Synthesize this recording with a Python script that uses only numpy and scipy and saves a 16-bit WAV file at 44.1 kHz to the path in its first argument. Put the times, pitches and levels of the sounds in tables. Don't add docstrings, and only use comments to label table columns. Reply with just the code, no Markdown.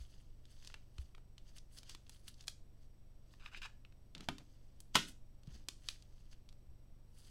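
import sys
import numpy as np
from scipy import signal
from scipy.fft import rfft, irfft, next_fast_len
from scipy.io import wavfile
from scipy.ndimage import uniform_filter1d, minimum_filter1d, map_coordinates

SR = 44100
rng = np.random.default_rng(int(sys.argv[2]) if len(sys.argv) > 2 else 0)


def master(y):
    cut = np.clip(np.atleast_2d(y).T, -1, 1)
    pcm = np.round(cut * 32767)
    wavfile.write(sys.argv[1], SR, pcm.astype(np.int16))


N = 321930


def amp(db):
    return np.exp(np.log(10) / 20 * np.asarray(db))


def unit(x):
    return x / np.sqrt(np.mean(x ** 2) + 1e-20)


def along(points, hz):
    f, v = np.transpose(points)
    return np.interp(np.log(hz + 1), np.log(f + 1), v)


def fade(t, t60):
    return np.exp(-np.log(1000) * t / t60)


def wobble(rate):
    knots = rng.standard_normal(int(N * rate / SR) + 4)
    place = np.arange(0, len(knots) - 1, .125)
    return np.interp(np.arange(N) * rate / SR, place, map_coordinates(knots, [place]))


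def filtered(x, response):
    m = next_fast_len(len(x) + 8192)
    return irfft(rfft(x, m) * response(np.fft.rfftfreq(m, 1 / SR)), m)[:len(x)]


def coloured(x, spectrum):
    return unit(filtered(x, lambda hz: amp(along(spectrum, hz))))


def add(track, s, sound):
    i = max(round(s * SR), 0)
    track[i:i + len(sound)] += sound[:max(len(track) - i, 0)]


def room(x, wet_db):
    # (f/Hz, t60/s)
    decay_times = [(150, 0.6), (600, 0.094), (1500, 0.26), (4000, 0.25), (8000, .34), (15000, 0.17)]
    hz, t, z = signal.stft(rng.standard_normal(16384), SR, nperseg=256)
    z = z * fade(t, along(decay_times, hz)[:, None])
    tail = signal.istft(z, SR, nperseg=256)[1]
    tail *= 1 - np.exp(-(np.arange(len(tail)) / SR / 0.0047) ** 2)
    tail *= amp(wet_db) / np.linalg.norm(tail)
    tail[0] += 1
    tail[int(SR * rng.uniform(.0006, .0016))] += .4
    return signal.fftconvolve(x, tail)[:N]


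def friction(spectrum, grain_db, flutter_db):
    unevenness_db = grain_db * wobble(1300) + flutter_db * wobble(70)
    return coloured(rng.standard_normal(N) * amp(unevenness_db), spectrum)


def pressed(rows, attack_s, release_s):
    out = np.zeros(N)
    for s, length, db, growth in rows:
        t = np.maximum(np.arange(N) / SR - s, 0)
        held = np.minimum(t, length)
        grip = 1 - np.exp(-t / attack_s)
        release = np.exp((held - t) / release_s)
        out += amp(db + growth * held) * grip * release
    return out


def snap(spectrum, t60, spread, size=2048):
    t = np.arange(size) / SR
    push = rng.standard_normal(size) * fade(t, t60)
    push *= spread / np.linalg.norm(push)
    push[0] += 1
    power = uniform_filter1d(np.abs(rfft(push)) ** 2, size=25)
    target = amp(along(spectrum, np.fft.rfftfreq(size, 1 / SR)))
    cepstrum = irfft(np.log(target / np.sqrt(power)))
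    cepstrum[1:size // 2] *= 2
    cepstrum[size // 2 + 1:] = 0
    sound = irfft(np.exp(rfft(cepstrum)) * rfft(push))
    return sound / np.linalg.norm(sound) * np.sqrt(SR / 1000)


def background():
    # (multiple of the turning rate, level/dB rms)
    fan_partials = [(1, -61), (2, -68), (3, -70), (4, -76), (6, -86.5), (8, -85), (9, -88.5), (13, -89)]
    # (f/Hz, level/dB rms)
    hum_partials = [(120, -70), (177, -82), (240, -86.5)]
    # (f/Hz, level/dB rms)
    whine_partials = [(5626, -93), (8005, -94)]
    # (f/Hz, level/dB)
    air_colour = [(20, 6.5), (35, -15), (100, -16), (160, -22), (300, -23), (450, -29), (590, -28),
                  (750, -33), (1500, -42), (2500, -43), (5000, -45.5), (7000, -51), (12000, -52),
                  (14000, -48.5), (16000, -57.5)]
    fan_hz = 24.18
    t = np.arange(N) / SR
    turn = 2 * np.pi * fan_hz * t + 0.052 * wobble(1.4)

    def tone(db, phase):
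        return amp(db) * np.sqrt(2) * np.sin(phase + rng.uniform(0, 2 * np.pi))

    fan = sum(tone(db, k * turn) for k, db in fan_partials)
    hum = sum(tone(db, 2 * np.pi * hz * t + 0.17 * wobble(6.0)) for hz, db in hum_partials)
    whine = sum(tone(db, 2 * np.pi * hz * t + .5 * wobble(16)) for hz, db in whine_partials)
    pulse = 1 + 0.49 * np.sin(turn)
    air = amp(-57.5) * coloured(rng.standard_normal(N), air_colour)
    return fan + hum + pulse * whine + air


def hands():
    # (t/s, level/dB, f/Hz, t60/s)
    bump_rows = [(0, -38.5, 57, 0.16), (0.986, -30.5, 64.7, 0.13), (4.153, -50, 169, 0.17),
                 (4.209, -52, 195, 0.083), (4.386, -49.5, 137, 0.11), (5.476, -31, 140, 0.04),
                 (5.522, -44, 61, 0.2), (6.682, -45, 66.8, 0.18)]
    # (t/s at the start, length/s, level/dB at the start, growth/dB per s)
    shift_rows = [(4.15, 0.13, -57.5, -68), (4.38, .03, -61.5, -70), (5.474, 0.13, -63, -50)]
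    # (f/Hz, level/dB)
    rub_colour = [(60, -14), (150, 0), (300, -7), (500, -15.5), (1200, -21), (3000, -25), (8000, -44),
                  (16000, -65)]
    rub = friction(rub_colour, grain_db=0.0, flutter_db=4.5)
    out = pressed(shift_rows, attack_s=0.002, release_s=0.03) * rub
    t = np.arange(SR // 2) / SR
    soft_onset = 1 - np.exp(-t / 0.0065)
    for s, db, hz, t60 in bump_rows:
        add(out, s, amp(db) * np.sin(2 * np.pi * hz * t) * fade(t, t60) * soft_onset)
    return out


def crinkles(rate, low_hz, high_hz, cycles, spread_db):
    out, t = np.zeros(N), np.arange(128) / SR
    for when, pitch, size in rng.random((int(rate * N / SR), 3)):
        hz = low_hz * (high_hz / low_hz) ** pitch
        level = amp(-spread_db * np.sqrt(size))
        add(out, when * (N - 1) / SR, level * np.sin(2 * np.pi * hz * t) * fade(t, cycles / hz))
    return unit(out)


def sleeve():
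    # (t/s at the peak, swish level/dB, fine hiss/dB over the swish, rise/s)
    stroke_rows = [(.01, -65, -10, 0.023), (.14, -71.5, -11.5, 0.088), (.52, -70.5, -5.5, 0.026),
                   (.655, -65, -18, 0.072), (1.019, -70.5, -7, 0.045), (1.489, -68, -15, 0.021),
                   (1.569, -59.5, -6.5, .011), (1.735, -73, -2, .02), (1.778, -55, -8.5, .012),
                   (1.908, -56, -27, 0.027), (2.137, -67, -5, 0.041), (2.285, -60.5, -1, 0.016),
                   (2.41, -66, -11, 0.023), (2.497, -62, -3, .012), (2.83, -78, -9, .025),
                   (3.33, -74, -16, .05), (4.239, -65, -24, 0.017), (4.52, -79.5, -18, .25),
                   (4.948, -40, -14, .0025), (5.087, -57.5, 0, .013), (5.547, -64.5, -17, 0.04),
                   (5.9, -58.5, -10, 0.039), (6.2, -77.5, -12.5, 0.13), (6.329, -63, -16, 0.0087),
                   (7.19, -68, -0.5, .026), (7.276, -68, -6.5, .04)]
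    # (f/Hz, level/dB)
    swish_colour = [(200, -18.5), (700, -17), (1500, -13), (3000, -9), (4500, -3.5), (6500, -8),
                    (9000, -18), (15000, -29.5)]
    # (f/Hz, level/dB)
    hiss_colour = [(3000, -45.5), (6000, -12), (8000, 3), (10000, 3.5), (13000, -9), (16000, -10)]
    fall_over_rise, roundness = 1.05, 0.97
    t = np.arange(0, N, 32) / SR
    s, swish_db, hiss_db, rise = np.transpose(stroke_rows)
    age = (t[:, None] - s) / rise
    speed = np.exp(-np.maximum(-age, age / fall_over_rise) ** roundness)
    swish_gain = np.interp(np.arange(N) / SR, t, speed @ amp(swish_db))
    hiss_gain = np.interp(np.arange(N) / SR, t, speed @ amp(swish_db + hiss_db))
    body = amp(-2.5) * friction(swish_colour, grain_db=1.5, flutter_db=1.5)
    body += amp(-5.5) * crinkles(rate=520, low_hz=2370, high_hz=7540, cycles=11, spread_db=29.5)
    hiss = friction(hiss_colour, grain_db=2.5, flutter_db=4.0)
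    return room(swish_gain * body + hiss_gain * hiss, wet_db=-17.5)


def tick(db, centre_hz, fall_db):
    # (f/Hz, level/dB)
    plastic_colour = [(80, -1), (350, 20.5), (600, 3), (1100, 6), (2000, -2), (2800, 1.5), (4000, 1.5),
                      (5500, -2), (9000, -4.5), (12500, -11), (16000, -16)]
    tip_octaves = 0.14
    afterslip_s, afterslip_db = .004, -11
    hz = np.geomspace(60, 20000, 60)
    octaves_off = np.hypot(np.log2(hz / centre_hz), tip_octaves)
    colour = np.transpose([hz, along(plastic_colour, hz) - fall_db * octaves_off])
    sound = snap(colour, t60=0.012, spread=2.2)
    afterslip = amp(afterslip_db) * snap(colour, t60=0.0052, spread=1.5)
    add(sound, afterslip_s * rng.uniform(.5, 1.5), afterslip)
    return amp(db - 7.5) * room(sound, wet_db=-13)


def ticks():
    # (t/s, relative level/dB, centre f/Hz, fall either side/dB per octave)
    tick_rows = [(.454, -50.5, 3970, 9), (0.648, -44, 4500, 7), (.674, -36.5, 5100, 10),
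                 (.7, -45.5, 1900, 7.5), (.742, -34.5, 2350, 8.5), (.983, -41, 2960, 6),
                 (1.149, -45.5, 2160, 8.5), (1.18, -46.5, 1090, 5.5), (1.381, -43, 3660, 11),
                 (1.583, -41, 5400, 12.5), (1.786, -39.5, 4950, 18), (1.832, -45, 4570, 4.5),
                 (1.895, -36, 5460, 6), (1.949, -37.5, 3300, 5.5), (2.067, -53, 3380, 10),
                 (2.095, -40.5, 8260, 4.5), (2.28, -36.5, 3800, 11.5), (2.342, -51, 4970, 17),
                 (2.409, -43, 5000, 15), (2.44, -52, 3500, 5), (2.472, -43.5, 8000, 6),
                 (2.481, -24.5, 4540, 8), (3.338, -50, 1800, 6.5), (3.461, -34, 2240, 16.5),
                 (3.547, -34, 2150, 27), (3.575, -46, 1500, -1), (3.619, -37, 2760, 22),
                 (3.85, -46, 2490, 17), (3.924, -56, 2170, 8), (4.15, -34.5, 3330, 11),
                 (4.18, -43.5, 4000, 11), (4.207, -38.5, 3000, 6), (4.383, -40, 4130, 5.5),
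                 (4.804, -41.5, 10910, 7.5), (5.434, -54, 4360, 6), (5.473, -52, 4500, 6),
                 (5.686, -25.5, 5200, 6), (5.887, -22.5, 4100, 10.5), (6.024, -49, 5300, 10),
                 (6.49, -47, 4140, 9.5), (6.527, -55, 4300, 5), (7.247, -54, 4800, 8)]
    out = np.zeros(N)
    for s, db, centre_hz, fall_db in tick_rows:
        add(out, s, tick(db, centre_hz, fall_db))
    return out


def rasp():
    # (t/s at the start, length/s, level/dB there, growth/dB per s)
    push_rows = [(3.395, 0.087, -69.5, 82), (3.515, .066, -66, 190), (3.617, .044, -52, 42)]
    # (f/Hz, width/Hz, level/dB)
    card_modes = [(970, 430, -11), (1660, 200, -3), (2460, 180, -4), (2970, 230, -3.5), (3800, 190, -10.5),
                  (4750, 640, -15)]
    phase = np.cumsum(400 * amp(2.5 * wobble(250))) / SR
    slips = np.diff(np.floor(phase), prepend=0) * amp(2.5 * rng.standard_normal(N))
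    drive = unit(slips) + 0.45 * rng.standard_normal(N)

    def band(centre, width):
        return filtered(drive, lambda f: 1j * f * width / (centre * centre - f * f + 1j * f * width))

    card = sum((-1) ** k * amp(db + 1.9 * wobble(55)) * band(hz, width)
               for k, (hz, width, db) in enumerate(card_modes))
    bend = .0006 * SR * wobble(45)
    body = map_coordinates(unit(card), [np.arange(N) + bend], order=2)
    grit = coloured(drive, [(200, -19), (800, 8), (4000, 0), (8000, -5.5), (15000, -40)])
    contact = pressed(push_rows, attack_s=0.0013, release_s=0.0056)
    return room(contact * (body + amp(-6) * grit), wet_db=-11)


def ring(modes, t):
    return sum((-1) ** k * amp(db + rng.standard_normal()) * fade(t, t60) * np.sin(2 * np.pi * hz * t)
               for k, (hz, db, t60) in enumerate(modes))


def clacks():
    # (t/s, level/dB, then relative table thud/dB, crack/dB, ring/dB, brightness/dB per octave)
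    clack_rows = [(4.2873, -34, -5, -2, -31, -2), (4.2879, -33.5, 4, -15, -8, -4.5),
                  (4.947, -40, -19, -13, -3, -0.5), (4.9540, -16.5, -6, -0.5, 2, 0),
                  (4.9668, -31, -6.5, -5, -1, 1.5)]
    # (f/Hz, level/dB, t60/s)
    holder_modes = [(690, -15, .1), (836, -15, .1), (1106, -10, .12), (1288, -6, .1), (1346, -6, .09),
                    (1445, 1, .1), (1518, -2, .1), (1863, -7, .12), (2063, -12, .13), (2371, -10, .07),
                    (2702, -4, .08), (2840, -6, .09), (3034, -4, .07), (3363, -1, .08), (3450, -5, .07),
                    (3506, -6, .07), (3660, -3, .06), (3848, -5, .08), (3994, -10, .09), (4990, -8, .08),
                    (5410, -13, .08), (6550, -12, .07), (7220, -17, .07)]
    # (f/Hz, level/dB, t60/s)
    table_modes = [(142, -2, 0.12), (177, -16, 0.28), (261.9, -9, .35), (296, -8, 0.29), (338, -9, 0.15),
                   (389.7, -8, 0.22), (522, -17.5, .05), (714, -18.5, 0.0696), (770, -5, 0.065),
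                   (900, -2, 0.03), (1034, -2.5, 0.08), (1240, -0.5, 0.093)]
    # (f/Hz, level/dB)
    crack_colour = [(100, -5.5), (500, 2.5), (1400, -0.5), (2000, -3.5), (3300, 4.5), (4300, -3),
                    (5000, -3), (8000, -13), (12000, -18), (16000, -27.5)]
    out, t = np.zeros(N), np.arange(SR // 2) / SR
    for s, db, thud_db, crack_db, ring_db, tilt_db in clack_rows:
        blow = amp(ring_db - 16.5) * ring(holder_modes, t)
        blow += amp(thud_db - 15.5) * ring(table_modes, t)
        colour = [(hz, level + tilt_db * np.log2(hz)) for hz, level in crack_colour]
        add(blow, 0, amp(crack_db + 9.0) * snap(colour, t60=0.019, spread=1.3))
        add(out, s, amp(db) * room(blow, wet_db=-12.5))
    return out


def scene():
    return (background() + hands() + sleeve() + ticks() + rasp() + clacks())[None]


def record(dry):
    ceiling, top_hz = .19, 15900
    needed = ceiling / np.maximum(np.abs(dry[0]), ceiling)
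    gain = uniform_filter1d(minimum_filter1d(needed, size=31), size=31)
    return filtered(dry[0] * gain, lambda hz: 1 / np.sqrt(1 + (hz / top_hz) ** 160))[None]


dry = scene()
out = record(dry)
master(out)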